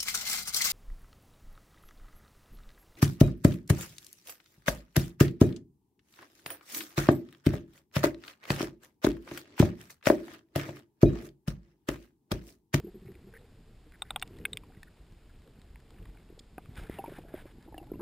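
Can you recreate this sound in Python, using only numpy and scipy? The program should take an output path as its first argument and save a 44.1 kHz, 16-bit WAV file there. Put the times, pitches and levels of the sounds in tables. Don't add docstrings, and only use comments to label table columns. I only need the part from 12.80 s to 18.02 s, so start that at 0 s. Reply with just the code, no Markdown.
import sys
import numpy as np
from scipy import signal
from scipy.fft import rfft, irfft, next_fast_len
from scipy.io import wavfile
from scipy.ndimage import uniform_filter1d, map_coordinates

SR = 44100
rng = np.random.default_rng(int(sys.argv[2]) if len(sys.argv) > 2 else 0)


def log_audio(samples):
    frames = np.atleast_2d(samples).T
    limited = np.clip(frames, -1, 1)
    pcm = np.round(limited * 32767).astype(np.int16)
    wavfile.write(sys.argv[1], SR, pcm)


def ratio(d):
    e = np.asarray(d, float) / 20
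    return 10 ** e


N = 230038
TIME = np.arange(N) / SR


def unit(x):
    return x / np.sqrt(np.mean(x ** 2) + 1e-20)


def along(points, hz):
    f, v = np.transpose(points)
    return np.interp(np.log(hz + 1), np.log(f + 1), v)


def level_curve(rows):
    s, db = np.transpose(rows)
    return np.interp(TIME, s, db)


def wobble(rate):
    knots = rng.standard_normal(int(N * rate / SR) + 4)
    return map_coordinates(knots, [np.arange(N) * rate / SR])


def filtered(x, response):
    m = next_fast_len(N + 8192)
    return irfft(rfft(x, m) * response(np.fft.rfftfreq(m, 1 / SR)), m)[..., :N]


def coloured(x, spectrum):
    return filtered(x, lambda hz: ratio(along(spectrum, hz)))


def rush(spectrum):
    return unit(coloured(rng.standard_normal(N), spectrum))


def super_gaussian(x, centre_hz, width_hz):
    return filtered(x, lambda hz: np.exp(-np.abs(2 * (hz - centre_hz) / width_hz) ** 4))


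def add(track, s, sound):
    part = track[max(round(s * SR), 0):][:len(sound)]
    part += sound[:len(part)]


def swell(t, t60, rise_ms):
    rise = 1 - np.exp(-(1000 * t / np.abs(rise_ms)) ** 2)
    shape = rise * ratio(-60 * t / np.abs(t60))
    return shape / shape.max()


def window(s, length, edge):
    return np.clip(np.minimum(TIME - s, s + length - TIME) / edge, 0, 1)


# time in seconds, strength in dB.
FLOW_SPEED = [(0.11, -63), (0.29, -57), (0.88, -63), (1.16, -65.5), (1.35, -56), (1.62, -48.5),
              (1.77, -53.5), (2.02, -63), (2.43, -63.5), (2.7, -60), (3.05, -62), (3.22, -52),
              (3.66, -64.5), (4.02, -50.5), (4.2, -52.5), (4.63, -56.5), (4.93, -60), (5.22, -49)]
# frequency in Hz, density in dB per Hz.
RUMBLE_SPECTRUM = [(8.8, -40), (15, -1.5), (51, -3.5), (97, -11), (146, -20), (178, -14.5), (200, -40),
                   (260, -34.5), (440, -120)]
# frequency in Hz, density in dB per Hz.
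GURGLE_SPECTRUM = [(71, -1.5), (120, 2), (216, -4), (242, -5.5), (327, -8.5), (388, -10.5), (453, -6.5),
                   (504, -18.5), (650, -25), (840, -69), (1430, -120)]


def flow():
    flow_db = level_curve(FLOW_SPEED)
    usual_flow_db = -62
    rumble_db = -54.5 + 0.17 * (flow_db - usual_flow_db)
    rumble = ratio(rumble_db) * unit(ratio(1.5 * wobble(9)) * rush(RUMBLE_SPECTRUM))
    gurgle = ratio(flow_db + 1.2) * unit(ratio(2.5 * wobble(35)) * rush(GURGLE_SPECTRUM))
    return rumble + gurgle


# time in seconds, peak in dB, rise in ms, choke in ms, thud in dB.
SHELL_SNAPS = [
    (1.2203, -22.5, 0.79, 8.4, -8.5),
    (1.3061, -22.5, 0.98, 4.9, -5),
    (1.3605, -19.5, 1.03, 6, -4.5),
    (1.4249, -19, 0.55, 9.1, -15.5),
    (1.6527, -16.5, 0.67, 8.6, -24),
    (1.732, -26, 1.4, 4.5, -21),
    (1.7717, -23, 1.75, 4.4, -25),
    (3.781, -28, 0.19, 10.5, -9),
]
# frequency in Hz, width in Hz, level in dB.
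SHELL_MODES = [
    [(800, 190, -4), (1360, 250, -7), (1510, 200, -13), (2010, 200, -13), (2400, 300, -12.5),
     (2680, 300, -13), (3070, 400, -22), (3650, 166, 7)],
    [(810, 120, 3), (1365, 200, -0.5), (1480, 150, -3), (2000, 170, -9), (2440, 300, -6.5), (2980, 540, -9),
     (3610, 190, 6.5), (3840, 300, -10)],
    [(780, 150, 2), (1380, 250, -1.5), (2030, 140, -7.5), (2450, 290, -7), (2830, 360, -9), (3285, 140, 4),
     (3630, 130, -3)],
    [(764, 130, -3.5), (1436, 780, -1.5), (1900, 74, -2), (2280, 160, 0), (2784, 340, 1), (3564, 170, 1.5)],
    [(900, 260, -30), (1590, 220, 0), (2186, 65, 8.5), (2504, 70, 3.5), (2675, 400, -7.5), (3300, 600, -10),
     (3650, 610, -12.5)],
    [(1150, 110, -20), (2060, 180, -10), (1650, 150, -17), (2480, 200, -14), (3020, 300, -8),
     (3710, 190, 7.5), (4100, 800, -10)],
    [(1170, 76, -11), (1590, 79, -8), (2130, 230, -2), (2420, 180, 0), (2750, 200, -3), (3190, 230, 0.5),
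     (3530, 270, 0), (4620, 300, -12), (5040, 300, -11), (5460, 250, -9)],
    [(288, 440, 0), (763, 38, 9), (1190, 25, -4), (1525, 280, -7.5), (2510, 390, -17.5)],
]


def snaps():
    out, t = np.zeros(N), np.arange(SR // 20) / SR
    for (s, db, rise_ms, choke_ms, _), modes in zip(SHELL_SNAPS, SHELL_MODES):
        ring = np.zeros(len(t))
        for k, (hz, width_hz, level_db) in enumerate(modes):
            choke = (1150 * t / choke_ms) ** 3.0 * (hz / 2500) ** 0.8
            fade = np.exp(-1.3 * width_hz * t - choke)
            ring += (-1) ** k * width_hz * ratio(level_db) * fade * np.sin(2 * np.pi * hz * t)
        crack = signal.lfilter([1, 0, -1], [1, -1.2, .5], rng.standard_normal(len(t)))
        ring = ring / np.abs(ring).max() + ratio(-22.5 - 60 * t / 0.0036) * crack
        ring = ring * (1 - np.exp(-(1000 * t / rise_ms) ** 2))
        scatter = ratio(-29 - 60 * t / .021) * np.minimum(t / .004, 1) * rng.standard_normal(len(t))
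        scatter[0] = 1
        heard = signal.fftconvolve(ring, scatter)
        add(out, s - rise_ms / 2000, ratio(db) * heard / np.abs(heard).max())
    out = out / (1 + np.abs(out / .13) ** 4) ** .25
    return filtered(out, lambda hz: 1 / np.sqrt(1 + (hz / 5000) ** 16) / np.sqrt(1 + (200 / (hz + 1)) ** 4))


def thuds():
    out, t = np.zeros(N), np.arange(SR // 10) / SR
    for s, db, _, _, thud_db in SHELL_SNAPS:
        add(out, s, ratio(db + thud_db) * swell(t, 0.042, 1.6) * rng.standard_normal(len(t)))
    return super_gaussian(out, centre_hz=1020, width_hz=1000)


# frequency in Hz, level in dB.
DULL_CRACK = [(500, -45), (900, -5), (2300, -2), (3200, -19), (6000, -55)]
# frequency in Hz, level in dB.
BRIGHT_CRACK = [(1500, -22), (3000, -10), (4200, -7.5), (5400, -13.5), (5900, -25)]


def contacts(rows, dull_db):
    rings, dull, bright = np.zeros((3, N))
    t = np.arange(SR // 20) / SR
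    sag, sag_s = 0.12, 0.0071
    sagging = t - sag * (t - sag_s * (1 - np.exp(-t / sag_s)))
    for s, db, hz, bright_db, t60 in rows:
        start = s - .0005
        add(rings, start, ratio(db - 6.5) * swell(t, t60, 0.79) * np.sin(2 * np.pi * hz * sagging))
        crack = swell(t, 0.73 * t60, 0.47) * rng.standard_normal(len(t))
        crack[SR // 2000] += 3.5
        add(dull, start, ratio(db + dull_db + 3.0) * crack)
        add(bright, start, ratio(db + bright_db + 0.5) * crack)
    return rings + coloured(dull, DULL_CRACK) + coloured(bright, BRIGHT_CRACK)


# time in seconds, peak in dB, ring in Hz, bright crack in dB.
GEAR_TICKS = [(0.0004, -46.5, 1024, 5.5), (0.259, -55, 2000, 5), (0.281, -53, 2510, -4),
              (0.3187, -54.5, 2000, 3), (0.3533, -50, 2090, -7), (1.1217, -51, 1590, 5),
              (1.476, -57, 2340, 18.5), (1.5683, -53, 3570, 5), (1.587, -45, 2000, 3.5),
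              (0.527, -55, 1900, 7.5), (1.922, -55, 1600, -8), (1.937, -54.5, 1940, -8),
              (1.948, -52, 1690, -6), (2.62, -59.5, 2200, 7), (5.042, -58, 3900, -8),
              (5.196, -60, 1300, -2), (2.495, -51.5, 1480, -8), (2.676, -56, 1170, 4),
              (2.796, -61, 4500, 5), (2.817, -58, 3960, 15.5), (2.88, -64, 1800, -8),
              (3.163, -57, 2300, -8), (3.35, -58, 1610, -2), (3.386, -61, 4200, 3), (3.403, -61, 2300, -6),
              (3.001, -53, 1820, 5.5), (3.106, -52, 1080, 8), (3.185, -55.5, 1900, -12),
              (3.227, -57, 3400, -4), (3.273, -60, 2400, 2), (3.283, -66, 2320, -8), (3.299, -56, 990, -10),
              (3.9396, -59, 3750, -2), (3.9565, -52, 1630, 10), (3.9757, -46, 1580, -6),
              (4.485, -51, 1700, -8), (4.54, -48.5, 1200, -12), (4.6565, -56, 1149, -8),
              (4.6725, -59, 2230, -6), (4.281, -54, 2560, -8), (3.255, -47.5, 2000, 0.5),
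              (3.257, -47, 1060, -18), (3.499, -60, 1900, -10), (3.373, -51.5, 2300, -4),
              (3.858, -46.5, 1190, -1), (4.8262, -53.5, 1800, 8), (5.03, -52, 1030, -2),
              (5.07, -56, 1070, 3), (5.136, -48, 1000, -5)]
# time in seconds, peak in dB, ring in Hz, bright crack in dB, T60 in seconds.
GEAR_PINGS = [(1.3972, -46.5, 5560, 11, 0.016), (1.4164, -35, 3730, 5, 0.014), (1.4222, -46, 5520, 2, .01),
              (1.8357, -43.5, 1060, -15, 0.027), (2.0313, -36.5, 1900, 2, 0.018),
              (.5385, -40, 1650, -14, 0.034), (1.9695, -51.5, 2060, -16, 0.034),
              (0.5675, -44, 1900, -14, 0.014), (0.5735, -39, 1900, -12, .012), (2.959, -48, 950, -24, .015),
              (1.8347, -55, 2510, -14, .015), (2.9585, -39, 2130, -8, 0.003),
              (4.0971, -38.5, 2000, -25, 0.012), (4.1864, -38.5, 2880, -10, 0.041),
              (4.2612, -43.5, 2480, -14, 0.039), (4.9437, -42.5, 1840, -22, 0.027),
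              (4.9796, -36.5, 2980, -5, 0.039)]


def small_parts():
    tick_t60 = .018
    ticks = contacts([row + (tick_t60,) for row in GEAR_TICKS], dull_db=2.5)
    return ticks + contacts(GEAR_PINGS, dull_db=-8)


def resonances(rows, lead, rise_ms, low, high, other_db, climb=0., climb_ms=3.):
    out, t = np.zeros(N), np.arange(SR // 6) / SR
    climbing = t - climb * climb_ms / 1000 * (1 - np.exp(-1000 * t / climb_ms))
    for s, db, hz, t60 in rows:
        first = np.sin(2 * np.pi * hz * climbing)
        other = ratio(other_db) * np.sin(2 * np.pi * hz * rng.uniform(low, high) * climbing)
        add(out, s - lead, ratio(db + 2.5) * swell(t, t60, rise_ms) * (first + other))
    return out


# time in seconds, peak in dB, frequency in Hz.
GAP_GULPS = [(0.027, -60, 380), (0.039, -49, 336), (0.046, -35.5, 352), (0.097, -62, 403), (0.12, -62, 420),
             (0.07, -40, 405), (0.083, -41.5, 355), (0.144, -48, 404), (0.156, -42, 361), (0.178, -53, 364),
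             (0.225, -51, 382), (0.254, -50, 375), (0.288, -41.5, 372), (0.303, -44.5, 365),
             (0.358, -49, 350), (0.442, -54, 385), (0.472, -47.5, 370), (0.489, -58.5, 440),
             (0.537, -54, 464), (0.559, -52.5, 454), (0.643, -55.5, 460)]
# time in seconds, peak in dB, frequency in Hz, T60 in seconds.
GAP_HOLLOWS = [(0.001, -49, 212, 0.04), (0.038, -41, 203, 0.08), (0.066, -45, 188, 0.1),
               (0.088, -53, 185, .07), (0.14, -47, 212, 0.12), (0.168, -47.5, 190, 0.081),
               (0.218, -48, 195, 0.096), (0.25, -45, 161, 0.068), (0.29, -48.5, 195, 0.13),
               (0.44, -51.5, 194, 0.12), (0.47, -54, 194, 0.091)]


def gulps():
    gulp_t60 = .058
    gap = resonances([row + (gulp_t60,) for row in GAP_GULPS], 0.00305, 3.6, 0.58, 0.8, other_db=-26)
    return gap + resonances(GAP_HOLLOWS, 0.0035, 5.8, 1.2, 1.3, other_db=-19)


# time in seconds, peak in dB, frequency in Hz.
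PRESSURE_PUSHES = [(0.269, -41, 131), (1.973, -43.5, 131.5), (2.788, -47, 164), (2.946, -42, 47.6),
                   (3.201, -39.5, 38.4), (3.269, -43.5, 41.8), (3.291, -38.5, 43), (3.89, -36, 92),
                   (3.983, -34.5, 63), (4.018, -34.5, 31), (4.1, -39.5, 52), (4.484, -46, 139),
                   (4.92, -45.5, 105)]


def pushes():
    cycles = 4.6
    rows = [(s, db, hz, cycles / hz) for s, db, hz in PRESSURE_PUSHES]
    return resonances(rows, 0.0026, 4.0, 1.58, 2.7, other_db=-12.0)


# time in seconds, peak in dB, frequency in Hz, T60 in seconds.
POCKET_KNOCKS = [(1.064, -54, 303, 0.081), (3.608, -48.5, 253, 0.018), (4.1865, -36.5, 620, 0.027),
                 (4.1905, -35.5, 385, 0.023), (4.2403, -39, 507, 0.0055), (4.259, -46, 350, 0.017),
                 (4.28, -34, 350, 0.025), (4.291, -40, 435, 0.02), (4.32, -38.5, 367, 0.035),
                 (4.386, -35.5, 334, 0.025), (4.449, -45, 386, 0.021), (4.5405, -29.5, 364, 0.026),
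                 (4.656, -39.5, 360, 0.022), (4.784, -44.5, 220, 0.019), (4.862, -50.5, 300, .03),
                 (3.986, -47, 330, 0.026), (3.998, -43.5, 377, 0.014), (3.12, -57, 496, 0.017),
                 (3.145, -57, 450, 0.021), (4.506, -55, 545, 0.013), (4.52, -50, 520, 0.013),
                 (4.58, -50, 332, .02), (4.622, -47.5, 278, 0.02), (4.7, -58.5, 500, 0.017),
                 (1.886, -56, 376, 0.024), (4.548, -41.5, 340, 0.037), (4.924, -45, 255, 0.029),
                 (4.965, -59, 323, 0.036), (5.097, -52, 396, 0.016), (5.147, -47, 200, 0.031)]
# time in seconds, peak in dB, frequency in Hz, T60 in seconds.
POCKET_GLUGS = [(0.001, -39, 450, 0.019), (1.9755, -50, 330, 0.026), (3.502, -44, 365, 0.023),
                (3.526, -44, 363, 0.013), (3.578, -47, 450, 0.011), (4.0978, -25.5, 305, 0.008),
                (4.881, -43.5, 327, 0.055), (4.944, -44.5, 317, 0.073), (4.979, -44, 308, 0.08),
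                (5.015, -42, 339, 0.077), (5.064, -49, 288, 0.04), (5.1178, -26.5, 367, 0.017),
                (5.139, -35, 306, 0.032), (5.157, -37, 333, 0.018), (5.193, -40, 334, 0.11),
                (5.2075, -31, 367, 0.032)]


def pockets():
    held = resonances(POCKET_KNOCKS, 0.00089, 1.63, 1.424, 1.75, other_db=-4.5, climb=0.26, climb_ms=2.17)
    free = resonances(POCKET_GLUGS, 0.00086, 1.48, 1.7, 1.7, other_db=-17.0, climb=0.059, climb_ms=3.1)
    return held - free


# time in seconds, peak in dB, frequency in Hz, T60 in seconds.
SMALL_BUBBLES = [(0.082, -56.5, 755, 0.028), (4.192, -34, 790, 0.078), (4.241, -34, 940, 0.042),
                 (4.259, -44, 934, 0.057), (4.386, -40.5, 790, 0.018), (4.877, -55, 840, 0.035),
                 (4.886, -53.5, 900, 0.032), (4.438, -52, 714, .02), (4.462, -57, 734, 0.021),
                 (4.578, -50.5, 855, .03), (1.903, -56, 796, 0.038), (4.967, -51, 795, 0.018),
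                 (5.038, -50, 764, 0.039), (5.072, -59, 850, 0.12), (0.28, -64.5, 785, 0.076),
                 (4.9255, -48, 890, 0.04), (4.944, -42.5, 800, 0.024), (4.98, -39, 764, 0.027),
                 (5.001, -49.5, 817, 0.078), (5.028, -49, 760, 0.046), (5.14, -53.5, 1014, 0.055),
                 (5.198, -47.5, 1010, 0.035)]


def bubbles():
    return resonances(SMALL_BUBBLES, 0.00084, 0.91, 1.1, 1.2, other_db=-17.0, climb=0.24, climb_ms=1.95)


# time in seconds, strength in dB.
STRAP_LOAD = [(0.0, -76.5), (0.54, -74.5), (0.93, -78), (1.2, -76), (1.55, -69.5), (1.96, -75.5),
              (2.85, -76.5), (3.21, -72), (3.62, -75), (3.86, -78), (4.0, -57), (4.11, -65.5),
              (4.39, -60.5), (4.5, -87), (4.62, -68), (4.69, -82), (5.08, -88), (5.22, -81)]
# frequency in Hz, density in dB per Hz.
SCRAPE_SPECTRUM = [(590, -17), (1000, -9), (1200, -8), (1610, -1.5), (1970, -4.5), (2130, -2), (2780, -8.5),
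                   (3600, -6.5), (4320, -17), (4930, -12.5), (5800, -22), (7540, -71), (12800, -120)]
# frequency in Hz, density in dB per Hz.
GROAN_SPECTRUM = [(320, -74), (550, -31), (617, -12), (714, -4), (852, -5.5), (1200, -22), (1560, -44),
                  (2640, -120)]
# start in seconds, length in seconds, first level in dB,
# last level in dB, brightness in dB per octave.
GLOVE_STROKES = [
    (3.961, 0.14, -50, -68, -3.5),
    (4.093, 0.11, -56, -57.5, -4.5),
    (4.204, 0.15, -61, -75, -9),
    (4.281, 0.11, -62, -56.5, -7),
    (4.477, 0.12, -62, -69, -6),
    (4.539, 0.089, -57, -56, -5),
    (4.658, 0.069, -65, -64, -4.5),
    (4.796, 0.073, -67, -66.5, -4.5),
]
# start in seconds, length in seconds, level in dB,
# centre in Hz, width in Hz.
STRAP_SCUFFS = [(0.543, 0.029, -58, 1840, 1100), (2.65, 0.052, -62.5, 450, 200), (1.6, .1, -61.5, 454, 120),
                (1.73, 0.045, -60.5, 440, 150), (2.3, .03, -52, 120, 80), (.575, .06, -63.5, 436, 210),
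                (2.497, .012, -68.5, 1500, 500), (0.58, 0.043, -77, 3650, 1200),
                (4.952, 0.032, -75, 1930, 250), (5.144, 0.014, -70.5, 2700, 500),
                (2.07, 0.018, -63, 1620, 600), (3.968, 0.035, -58, 1500, 450), (4.04, 0.04, -65, 1430, 450),
                (4.115, 0.068, -63, 2050, 450), (4.33, .045, -60, 1530, 580), (4.45, 0.033, -75, 1450, 410),
                (3.589, 0.012, -69, 2300, 1000), (5.1, 0.024, -68.5, 1340, 260),
                (4.595, .018, -63, 1580, 260), (3.13, .17, -77, 1300, 1400),
                (1.133, 0.028, -62, 1830, 1100), (1.249, 0.073, -66, 1830, 970),
                (1.6, 0.031, -77, 1900, 860), (3.59, 0.012, -54, 4210, 2350),
                (3.813, 0.045, -73.5, 2900, 2000), (0.26, 0.026, -67, 2170, 1100),
                (0.34, 0.017, -67.5, 2200, 1000), (1.33, 0.19, -72, 880, 570), (1.46, 0.24, -58, 380, 230),
                (5.19, 0.028, -57, 1080, 1100), (4.432, 0.18, -66, 730, 250), (4.5, 0.46, -74, 870, 360)]


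def rub():
    scrape_db = level_curve(STRAP_LOAD)
    groan_db = scrape_db + 0.1
    grain = ratio(2 * wobble(260) + 1.2 * wobble(45))
    out = ratio(scrape_db - 3) * unit(grain * rush(SCRAPE_SPECTRUM))
    out += ratio(groan_db - 3) * unit(ratio(3.5 * wobble(50)) * rush(GROAN_SPECTRUM))
    for s, length, first_db, last_db, tilt_db in GLOVE_STROKES:
        colour = [(hz, db + tilt_db * np.log2(hz / 2000)) for hz, db in SCRAPE_SPECTRUM]
        level = ratio(np.interp(TIME, [s, s + length], [first_db, last_db]))
        out += level * window(s, length, .012) * unit(grain * rush(colour))
    slips_per_s, slip_db = 85, 8
    for s, length, db, hz, width_hz in STRAP_SCUFFS:
        band = super_gaussian(rng.standard_normal(N), hz, width_hz)
        slips = ratio(-slip_db * (slips_per_s * (TIME - s) % 1) + 1.4 * wobble(170))
        stroke = slips * window(s, length, .004) * band
        out += ratio(db) * np.sqrt(length * SR / N) * unit(stroke)
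    return out


def crackle(count):
    when, size = rng.uniform(size=(count, 2)).T
    at = (when * (N - 1)).astype(int)
    load_db = np.minimum(level_curve(STRAP_LOAD)[at], -66)
    sparks = np.bincount(at, ratio(load_db + 22.0 + 15.0 * size), N)
    t = np.arange(SR // 100) / SR
    burst = ratio(-60 * t / 0.027) * rng.standard_normal(len(t))
    grit = signal.fftconvolve(sparks, burst)[:N] / 4
    return filtered(grit, lambda hz: ratio(along(DULL_CRACK, hz / 1.13)))


# frequency in Hz, density in dB per Hz.
HISS_SPECTRUM = [(120, -34), (200, 1.5), (358, -2), (413, -6.5), (632, -9), (927, -13.5), (2140, -18),
                 (4290, -21.5), (5160, -23.5), (5950, -35), (7740, -67), (13100, -120)]


def hiss():
    return ratio(-65.5) * rush(HISS_SPECTRUM)


# frequency in Hz, density in dB per Hz.
CAPSULE_SPECTRUM = [(18, -35), (30, -4), (87, 7.5), (274, 7), (830, -4), (4660, -4.5), (5450, -8.5),
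                    (5950, -16), (7740, -53), (13100, -120)]


def capsule_noise():
    return ratio(-79.5) * rush(CAPSULE_SPECTRUM)


def scene():
    gear = snaps() + thuds() + small_parts()
    air = gulps() + pushes() + pockets() + bubbles()
    mid = flow() + gear + air + rub() + crackle(count=260) + hiss()
    side = capsule_noise()
    return np.array([mid + side, mid - side])


def thinned(x, from_hz, gate_db):
    hz, _, z = signal.stft(x, SR, nperseg=2048)
    power = uniform_filter1d(np.abs(z.mean(0)) ** 2, size=9, axis=0)
    usual = np.median(power[(hz > from_hz) & (hz < 15000)])
    keep = (hz[:, None] < from_hz) | (power > usual * ratio(2 * gate_db))
    return signal.istft(z * keep, SR, nperseg=2048)[1][:, :N]


def band_limit(x):
    return signal.sosfilt(signal.butter(12, 16590, fs=SR, output="sos"), x)


# frequency in Hz, level in dB.
BAND_LIMIT = [(8, -32), (18, -2.5), (14600, 0.5), (15100, 3), (15400, -12), (16000, -30), (16500, -35),
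              (16700, -92)]


def record(dry):
    hold_hz = 12000
    band = filtered(dry, lambda hz: (hz < hold_hz / 2) / np.sinc(np.minimum(hz / hold_hz, .5)))
    sampled = band * (1 + 2 * np.cos(2 * np.pi * hold_hz * TIME))
    held = filtered(sampled, lambda hz: np.sinc(hz / hold_hz) * ratio(along(BAND_LIMIT, hz)))
    mix = thinned(held, 12900, gate_db=-1.9)
    return band_limit(mix)


dry = scene()
out = record(dry)
log_audio(out)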